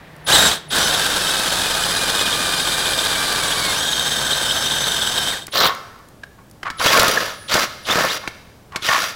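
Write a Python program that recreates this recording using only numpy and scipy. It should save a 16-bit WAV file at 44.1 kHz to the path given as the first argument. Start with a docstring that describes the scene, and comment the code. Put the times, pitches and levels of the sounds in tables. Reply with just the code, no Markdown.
"""A workshop, where a cordless drill bores into a steel car frame: one blip of the trigger, then a long
loaded run that speeds up as the tip breaks through. In short bursts the flutes then snag and scrape in
the open hole and ring the sheet steel. Gears buzz, the speed controller whistles, and the bit knocks
against the rim between bursts. Ventilation rumbles underneath."""
import sys
import numpy as np
from scipy import signal
from scipy.fft import rfft, irfft
from scipy.io import wavfile
from scipy.ndimage import uniform_filter1d, map_coordinates

SR = 44100
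rng = np.random.default_rng(int(sys.argv[2]) if len(sys.argv) > 2 else 0)


def materialize(psi):
    """Save the field psi as 16-bit PCM at rate SR to the path in sys.argv[1].

    A 1-D psi becomes a single channel; in a 2-D psi each row is a channel.
    """
    bounded = np.clip(np.atleast_2d(psi).T, -1, 1)
    quanta = np.round(bounded * 32767).astype(np.int16)
    wavfile.write(sys.argv[1], SR, quanta)


N = 403515
T = np.arange(N) / SR
GEAR_RATIO = 19.4  # motor turns per turn of the bit
SPIN_CURVE = 1.6  # the motor starts softly, then shoots up

# trigger pulls, bit cutting: start/s, spin-up/s, hold/s, coast/s, whistle lead/s, whistle/dB, level/dB
CUTTING_PULLS = [(0.262, .072, .14, .125, 0.014, -36.5, -14), (0.7, .056, 4.52, 0.2, 0.012, -39.5, -19)]
# trigger pulls, bit loose in the hole:
# start/s, spin-up/s, hold/s, coast/s, whistle lead/s, whistle/dB, flute blows/dB, scraping/dB
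LOOSE_PULLS = [(5.521, 0.045, 0.1, 0.041, 0.011, -39, -16.5, -22),
               (6.779, 0.085, .082, 0.43, 0.005, -35, -14.5, -14.5),
               (7.481, .046, 0.107, 0.034, 0.15, -44, -17.5, -17.5),
               (7.847, .064, 0.139, 0.074, 0.018, -45, -17, -19.5),
               (8.072, 0.061, 0.04, 0.012, 0.053, -60, -30, -22.5),
               (8.816, 0.05, 0.15, 0.13, 0.0075, -47, -27.5, -19.5)]


def undb(db):
    return 10 ** (np.asarray(db) / 20)


def unit(x):
    """Scale to rms 1."""
    return x / np.sqrt(np.mean(x ** 2))


def noise():
    return rng.standard_normal(N)


def walk(rate):
    """Smooth random drift of rms 1, with `rate` changes a second."""
    k = max(int(SR / rate), 2)
    return unit(uniform_filter1d(np.repeat(rng.standard_normal(N // k + 1), k), k)[:N])


def colour(x, points):
    """Minimum-phase EQ through points of f/Hz, gain/dB."""
    hz, db = np.transpose(points)
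    f = np.fft.rfftfreq(4096, 1 / SR)
    cepstrum = irfft(np.log(undb(np.interp(np.log(f + 1), np.log(hz), db))))
    cepstrum[1:len(f)] *= 2
    cepstrum[len(f):] = 0
    return signal.fftconvolve(x, irfft(np.exp(rfft(cepstrum))))[:N]


def band(x, hz, width):
    """One resonance, gain 1 at its centre."""
    return signal.lfilter(*signal.iirpeak(min(hz, SR / 2 - 1), hz / width, SR), x)


def split(x, hz):
    """Crossover: lows and highs."""
    return [signal.sosfilt(signal.butter(4, hz, kind, fs=SR, output="sos"), x) for kind in ("low", "high")]


def impacts(rate, spread_db):
    """Crackle of tiny, very unequal impacts, about `rate` a second."""
    size = undb(spread_db * np.minimum(rng.exponential(size=N), 4))
    return unit((rng.random(N) < rate / SR) * size * rng.choice([-1, 1], N))


def strokes(rows, rise_s, decay_s):
    """Short noise bursts from rows of t/s, level/dB."""
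    out, t = np.zeros(N), T[:SR // 10]
    envelope = (1 - np.exp(-t / rise_s)) * np.exp(-t / decay_s)
    for s, db in rows:
        i = int(s * SR)
        out[i:i + len(t)] += undb(db) * envelope * rng.standard_normal(len(t))
    return out


def swell(peak_s, half_s):
    """Bell-shaped envelope."""
    return np.exp(-((T - peak_s) / half_s) ** 2)


def cycles(hz):
    """Phase of a moving frequency, radians."""
    return 2 * np.pi * np.cumsum(hz) / SR


def ventilation():
    """A steady rumble, with a hum and a faint hiss that fade as the long run starts."""
    rumble_eq = [(22, -13.5), (110, -3.5), (164, -8), (722, -18), (2700, -31), (15500, -38.5)]  # air rumble: f/Hz, gain/dB
    early = np.interp(T, [.7, 1.0], [1, 0])
    hum = undb(-46.5) * unit(band(noise(), 155, 8))
    air = band(noise(), 1800, 270) + band(noise(), 590, 840)
    hiss = undb(-45) * unit(split(air, 4500)[0])
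    return undb(-46.5) * unit(colour(noise(), rumble_eq)) + early * (hum + hiss)


def workshop(x, t60_low, t60_high, wet_db):
    """The room adds a diffuse tail; lows and highs each have their own decay."""
    t = T[:2 * SR]
    low, high = split(rng.standard_normal(len(t)), 4030)
    tail = low * undb(-60 * t / t60_low) + undb(-2) * high * undb(-60 * t / t60_high)
    tail *= 1 - np.exp(-t / .0028)
    return x + undb(wet_db) * signal.fftconvolve(x, tail / np.linalg.norm(tail))[:N]


def breakthrough(start_s=3.72, end_s=3.8):
    """0 while the lips cut under full load, 1 once the tip is through."""
    return np.interp(T, [start_s, end_s], [0, 1])


def throttle(start, rise, hold, coast, curve=1):
    """Share of full speed in one trigger pull: spin-up, hold, coast to rest."""
    slowing = np.clip(1 - (T - start - rise - hold) / coast, 0, 1) ** 1.3  # friction: fastest at first
    return np.clip((T - start) / rise, 0, 1) ** curve * slowing


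def motor_speed(loose_hz=410):
    """Turns per second: set by the load while cutting, free in the open hole."""
    load_curve = [(.34, 508), (.36, 480), (.465, 485), (.75, 310), (.79, 370), (.82, 356), (.855, 386),
                  (.925, 328), (1.09, 338), (1.45, 324), (1.9, 303), (2.75, 301), (3.47, 290), (3.72, 270),
                  (3.8, 415), (3.85, 429), (3.93, 397), (4.75, 383)]  # what the cut allows: t/s, motor speed/Hz
    cutting = np.max([throttle(*row[:4], SPIN_CURVE) for row in CUTTING_PULLS], axis=0)
    loose = np.max([throttle(*row[:4], SPIN_CURVE) for row in LOOSE_PULLS], axis=0)
    allowed = np.interp(T, *np.transpose(load_curve))
    hunting = .013 * (1 - breakthrough() / 2) * walk(22)  # the uneven chip makes the speed waver
    return cutting * allowed * (1 + hunting) + loose * loose_hz


def spin_up(speed):
    """How hard the motor accelerates, 0-1."""
    return np.clip(uniform_filter1d(np.gradient(speed) * SR, SR // 100) / 3500, 0, 1)


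def resonate(x, modes):
    """Resonances whose pitch wanders under full load and steadies once the tip is through."""
    ring = sum(undb(db) * band(band(x, hz, width), hz, width) for hz, width, db in modes)
    drift_s = .0004 * (1 - .75 * breakthrough()) * walk(35)
    return unit(map_coordinates(ring, [(T + drift_s) * SR]))


def controller(speed, switch_hz=9901):
    """The switching whistle, with side tones twice the motor speed above and below it."""
    spans = [(s - lead, s + rise + hold, db) for s, rise, hold, _, lead, db, _ in CUTTING_PULLS]
    # unloaded, it stops switching at full speed
    spans += [(s - lead, s + rise, db) for s, rise, _, _, lead, db, *_ in LOOSE_PULLS]
    gate = sum(undb(db) * ((T > on) & (T < off)) for on, off, db in spans)
    level = uniform_filter1d(gate * undb(1.5 * walk(40) - 4 * breakthrough()), SR // 100)
    carrier = 2 * np.pi * switch_hz * T + .2 * walk(150)
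    poles = cycles(2 * speed)
    sides = undb(-3) * np.sin(carrier + poles) + undb(-7) * np.sin(carrier - poles)
    current = np.minimum(speed / 250, 1) * (1 - breakthrough() / 2)
    return np.sqrt(2) * level * (np.sin(carrier) + current * sides)


def sheet_steel(force):
    """The car frame rings on after each push; every mode is a cluster of close, beating partials."""
    modes = [(928, 3.5, 0.2), (1071, 8, 0.17), (1180, 1, 0.16), (1290, -1.5, 0.51), (1419, 8.5, 0.056),
             (1510, -2, 0.12), (1790, 3, 0.23), (2185, 7.5, 0.25)]  # modes of the frame: f/Hz, level/dB, t60/s
    t, ring = T[:SR], 0
    for hz, db, t60 in modes:
        detune, angle = rng.standard_normal((2, 10, 1))
        partials = np.sin(2 * np.pi * (hz * (1 + .03 * detune) * t + angle))
        ring = ring + undb(db - 60 * t / t60) * partials.sum(axis=0)
    return signal.fftconvolve(force, ring / np.linalg.norm(ring))[:N]


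def squeaks():
    """A land of the bit sticks and slips on the rim in brief, unsteady tones."""
    slips = [(6.238, .004, 1650, -30), (7.177, .005, 1705, -10.5), (8.894, .008, 1870, -14)]  # stick-slip tones: t/s, half length/s, f/Hz, level/dB
    return sum(undb(db) * swell(s, half) * np.sqrt(2) * np.sin(cycles(hz * (1 + .0314 * walk(500))))
               for s, half, hz, db in slips)


def rocking():
    """The tilted bit drags on the rim and makes the sheet groan."""
    drags = [(5.645, 0.027, -17.5), (5.7, 0.03, -23.5), (5.99, 0.036, -50), (6.395, 0.013, -47),
             (6.67, 0.015, -20.5), (6.811, 0.0093, -17.5), (6.95, 0.03, -18.5), (8.24, 0.019, -34),
             (8.754, 0.03, -34), (8.94, 0.043, -17.5)]  # drags on the rim: t/s, half length/s, level/dB
    pressure = sum(undb(db) * swell(s, half) for s, half, db in drags)
    rub = band(band(impacts(900, 2.2) * pressure, 1150, 860), 1170, 1450)
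    return undb(12) * rub + sheet_steel(rub)


def knocks():
    """The bit hits the rim: a low thud, a dull body that rings the sheet, and a bright edge."""
    hits = [(5.48, -25, -13, -39), (6.234, -25, -15, -38), (6.63, -19, -4, -34), (6.701, -14, -4, -25),
            (6.796, -13, -11, -22), (6.857, -2, 3, -18), (6.995, -5, -6, -4.5), (7.08, -6, -3, -11),
            (7.539, -5, -1, -6.5), (7.955, -3, 2, -16), (8.275, -14, -1.5, -23), (8.721, -40, -19, -46),
            (8.759, -11, 3, -17.5), (8.823, -20, -17, -27), (8.887, -2, 6.5, -30)]  # knocks on the rim: t/s, thud/dB, body/dB, edge/dB
    chatter = [(8.913 + k * .0161, 2) for k in range(5)]  # the flutes hop round the rim: t/s, level/dB
    thud = strokes([(s, db) for s, db, _, _ in hits], .00096, .0053)
    body = strokes([(s, db) for s, _, db, _ in hits] + chatter, .0017, .003)
    edge = strokes([(s, db) for s, _, _, db in hits], .0012, .0066)
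    low = split(thud, 630)[0]
    dull = band(band(body, 1630, 1500), 970, 1900)
    bright = band(edge, 4200, 1900)
    return undb(5.5) * low + undb(4) * dull + undb(-20) * sheet_steel(dull) + undb(8) * bright


def chips():
    """Swarf snaps off with a dry tick."""
    snaps = [(0.1645, -41), (5.468, -19), (5.6655, -13.5), (5.7488, -28), (5.989, -45), (6.086, -39),
             (6.498, -45.5), (6.512, -36), (6.943, -13), (6.9947, -7), (7.016, -14), (7.0309, -10),
             (7.081, -7), (7.113, -12.5)]  # snapping swarf: t/s, level/dB
    return undb(5) * band(strokes(snaps, rise_s=.00046, decay_s=.0015), 8500, 9750)


def reaming():
    """Flutes hail on the rim, lands scrape, swarf rattles; a binding screech is returned separately."""
    scrape_eq = [(30, -20.5), (162, -9), (317, -9.5), (606, 0.5), (778, -6.5), (1410, -1.5), (1960, -6.5),
                 (3500, -6), (6500, -12.5), (9000, -21.5), (15500, -22.5)]  # steel on steel: f/Hz, gain/dB
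    bit_modes = [(3860, 2000, 9), (14500, 1700, -2)]  # ring of the binding bit: f/Hz, width/Hz, level/dB
    flute_modes = [(4820, 200, 1), (5720, 230, -0.5), (10800, 540, -10), (14000, 1500, -16)]  # ring of the flutes and their swarf: f/Hz, width/Hz, level/dB
    blow_gain = scrape_gain = 0
    for start, rise, hold, coast, _, _, blows_db, scrape_db in LOOSE_PULLS:
        drive = throttle(start, rise, hold, coast, SPIN_CURVE) ** .8  # loudness follows the motor
        blow_gain += undb(blows_db) * drive
        scrape_gain += undb(scrape_db) * drive
    hail = impacts(1400, 2.6) * undb(2.8 * walk(160))
    blows = unit(split(colour(hail, scrape_eq), 1600)[0])
    grit = impacts(6000, 2.5) * undb(2 * walk(220))
    scrape = unit(split(colour(grit, scrape_eq), 1300)[1])
    screech = undb(5.5) * resonate(grit, bit_modes) * swell(peak_s=5.61, half_s=.14)  # binds once
    rattle = undb(-9) * resonate(impacts(500, 4), flute_modes)
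    contact = blows * blow_gain + (scrape + rattle) * scrape_gain
    return undb(-2.5) * contact + undb(-21) * sheet_steel(contact), screech * scrape_gain


def whirr(speed):
    """The gear train buzzes as the motor takes it up to speed."""
    buzz = band(band(impacts(2000, 2.2), 3430, 900), 3800, 5000)
    return undb(-29.5) * unit(buzz) * spin_up(speed)


def revs(sweep_s=.04, smear=.02):
    """The gear whine sweeps up as the motor races, and breaks off when the flutes catch."""
    # motor surges: top/s, top speed/Hz, catch/s, tone at 8 x speed/dB, tone at 16 x speed/dB
    surges = [(.34, 505, .35, -13, -22), (5.598, 530, 5.596, -20, -38), (6.892, 435, 6.897, -19, -34),
              (7.545, 330, 7.536, -28, -18), (7.916, 452, 7.926, -19, -36), (8.112, 488, 8.114, -25, -42),
              (8.9, 440, 8.889, -19, -26)]
    out = 0
    for top_s, top_speed, catch_s, low_db, high_db in surges:
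        share = np.exp(-np.minimum(((T - top_s) / sweep_s) ** 2, 20))
        shaft = cycles(top_speed * share * (1 + smear * walk(500)))
        whine = undb(low_db) * np.sin(8 * shaft) + undb(high_db) * np.sin(16 * shaft)
        running = np.clip((catch_s - T) / .004 + .5, 0, 1)
        out += share ** 2.5 * running * whine
    return np.sqrt(2) * out


def catches(attack_s=.0025, smear=.06):
    """The cutting lip catches: a rough squeal that swells and dies within milliseconds."""
    squeals = [(.944, -9, 3630), (2.262, -11, 3150), (2.3263, -8, 3460), (2.855, -13, 3300),
               (3.5206, -8.5, 3380), (3.9298, -8.5, 3460), (4.331, -8, 3660), (4.5084, -8, 3420),
               (4.709, -9, 3690), (4.8396, -9, 3710), (5.017, -8, 3490)]  # catches of the lip: t/s, level/dB, f/Hz
    out = 0
    for s, db, hz in squeals:
        age = np.clip((T - s) / attack_s, 0, 20)
        tone = np.sin(cycles(hz * (1 + smear * walk(900))))
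        out += undb(db - 3.5) * age * np.exp(1 - age) * tone
    return out


def gears(speed):
    """Meshing teeth sing, smeared by backlash; they stand out when the motor races or sags."""
    # gear tones: multiple of motor speed, loaded/dB, light load/dB, racing/dB
    mesh = [(4, -15, -18, -17), (8, -15.5, -14, -7), (13.75, -17, -18.5, -26), (16, -15.5, -16, -9.5),
            (28, -22, -34, -34)]
    free = breakthrough()
    racing = np.interp(speed, [430, 470], [0, 1])
    backlash = (.012 + .003 * free) * (1 - racing / 2)
    wobble = .016 * (1 - free) * np.sin(cycles(speed / GEAR_RATIO))  # the lips brake once per bit turn
    shaft = cycles(speed * (1 + wobble + .006 * walk(60) + backlash * walk(600)))
    strain_db = (1 - free) * np.interp(speed, [120, 270, 300, 355, 385, 470], [-13, 4, -1, -3, 7, 0])
    rising_db = spin_up(speed) * (15 * np.sqrt(free) - 7)  # soft from rest, loud as the load lets go
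    tones = 0
    for multiple, loaded_db, light_db, racing_db in mesh:
        db = (loaded_db + free * (light_db - loaded_db)) * (1 - racing) + racing * racing_db
        flicker = undb(3 * walk(200) + 2 * walk(25))
        tones += undb(db) * unit(np.sin(multiple * shaft) * flicker)
    return undb(strain_db + rising_db) * tones


def shudder(speed):
    """The bit shudders at low harmonics of the spindle."""
    harmonics = [(3, -25, -27), (7, -28, -23.5), (11, -30, -27)]  # shudder tones: multiple of spindle speed, loaded/dB, light load/dB
    free, spindle = breakthrough(), cycles(speed / GEAR_RATIO)
    tones = 0
    for multiple, loaded_db, light_db in harmonics:
        phase = multiple * spindle + .35 * walk(8) + rng.uniform(0, 2 * np.pi)
        tones += undb(loaded_db + free * (light_db - loaded_db)) * unit(np.sin(phase))
    return tones * np.minimum(speed / 300, 1)


def feed(bite_db=5.5, bite_s=.2, ease_db_per_s=.16):
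    """Force of the cut: it follows the trigger, bites hard at the start of each pull and slowly eases."""
    force = 0
    for start, rise, hold, coast, _, _, db in CUTTING_PULLS:
        age = np.maximum(T - start, 0)
        push = undb(db + bite_db * np.exp(-age / bite_s) - ease_db_per_s * age)
        force += push * throttle(start, rise, hold, coast) ** .95
    return force


def boring(speed):
    """The lips tear chips in time with the spindle; as the load eases, the gearbox rattle comes up."""
    cut_eq = [(35, -13), (60, -11.5), (135, -3.5), (359, -5), (585, -2), (1380, -3), (1550, 4),
              (1960, -7.5), (2650, -9), (3700, -1.5), (5450, -8.5), (10200, -12), (13000, -19),
              (15500, -22)]  # tearing steel: f/Hz, gain/dB
    housing_modes = [(1580, 125, 2), (3203, 310, 5.5), (3646, 205, 8.5), (5970, 310, -9.5), (7960, 450, -1),
                     (14700, 950, -16)]  # gearbox resonances: f/Hz, width/Hz, level/dB
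    free, spindle = breakthrough(), cycles(speed / GEAR_RATIO)
    bite = undb(np.sin(spindle) + np.sin(6 * spindle) + walk(150))
    cut = unit(colour(impacts(9000, 2.22) * bite, cut_eq))
    teeth = impacts(3500, 1.6) * bite * undb(3.8 * walk(230))  # slack gears clatter in clumps
    rattle = resonate(teeth, housing_modes)
    return undb(-2.06 - 1.63 * free) * cut + undb(-8 + 3.4 * free) * rattle


def scene():
    """Mono mix: the drill with a short tail, the rim with a longer one, whistle and ventilation dry."""
    speed = motor_speed()
    cutting = (boring(speed) + shudder(speed) + gears(speed)) * feed()
    drill = cutting + catches() + revs() + whirr(speed)
    rubbing, screech = reaming()
    rim = rubbing + knocks() + chips() + rocking() + squeaks()
    mono = workshop(drill + screech, t60_low=.41, t60_high=.32, wet_db=-14.5)
    mono += workshop(rim, t60_low=.93, t60_high=.95, wet_db=-13.5)
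    mono += controller(speed) + ventilation()
    return np.array([mono, mono])


def record(dry, ceiling=.85, top_hz=15800):
    """The loudest peaks are rounded and the top is cut."""
    rounded = dry / (1 + (dry / ceiling) ** 4) ** (1 / 4)
    return signal.sosfilt(signal.ellip(10, .2, 80, top_hz, fs=SR, output="sos"), rounded)


dry = scene()
out = record(dry)
materialize(out)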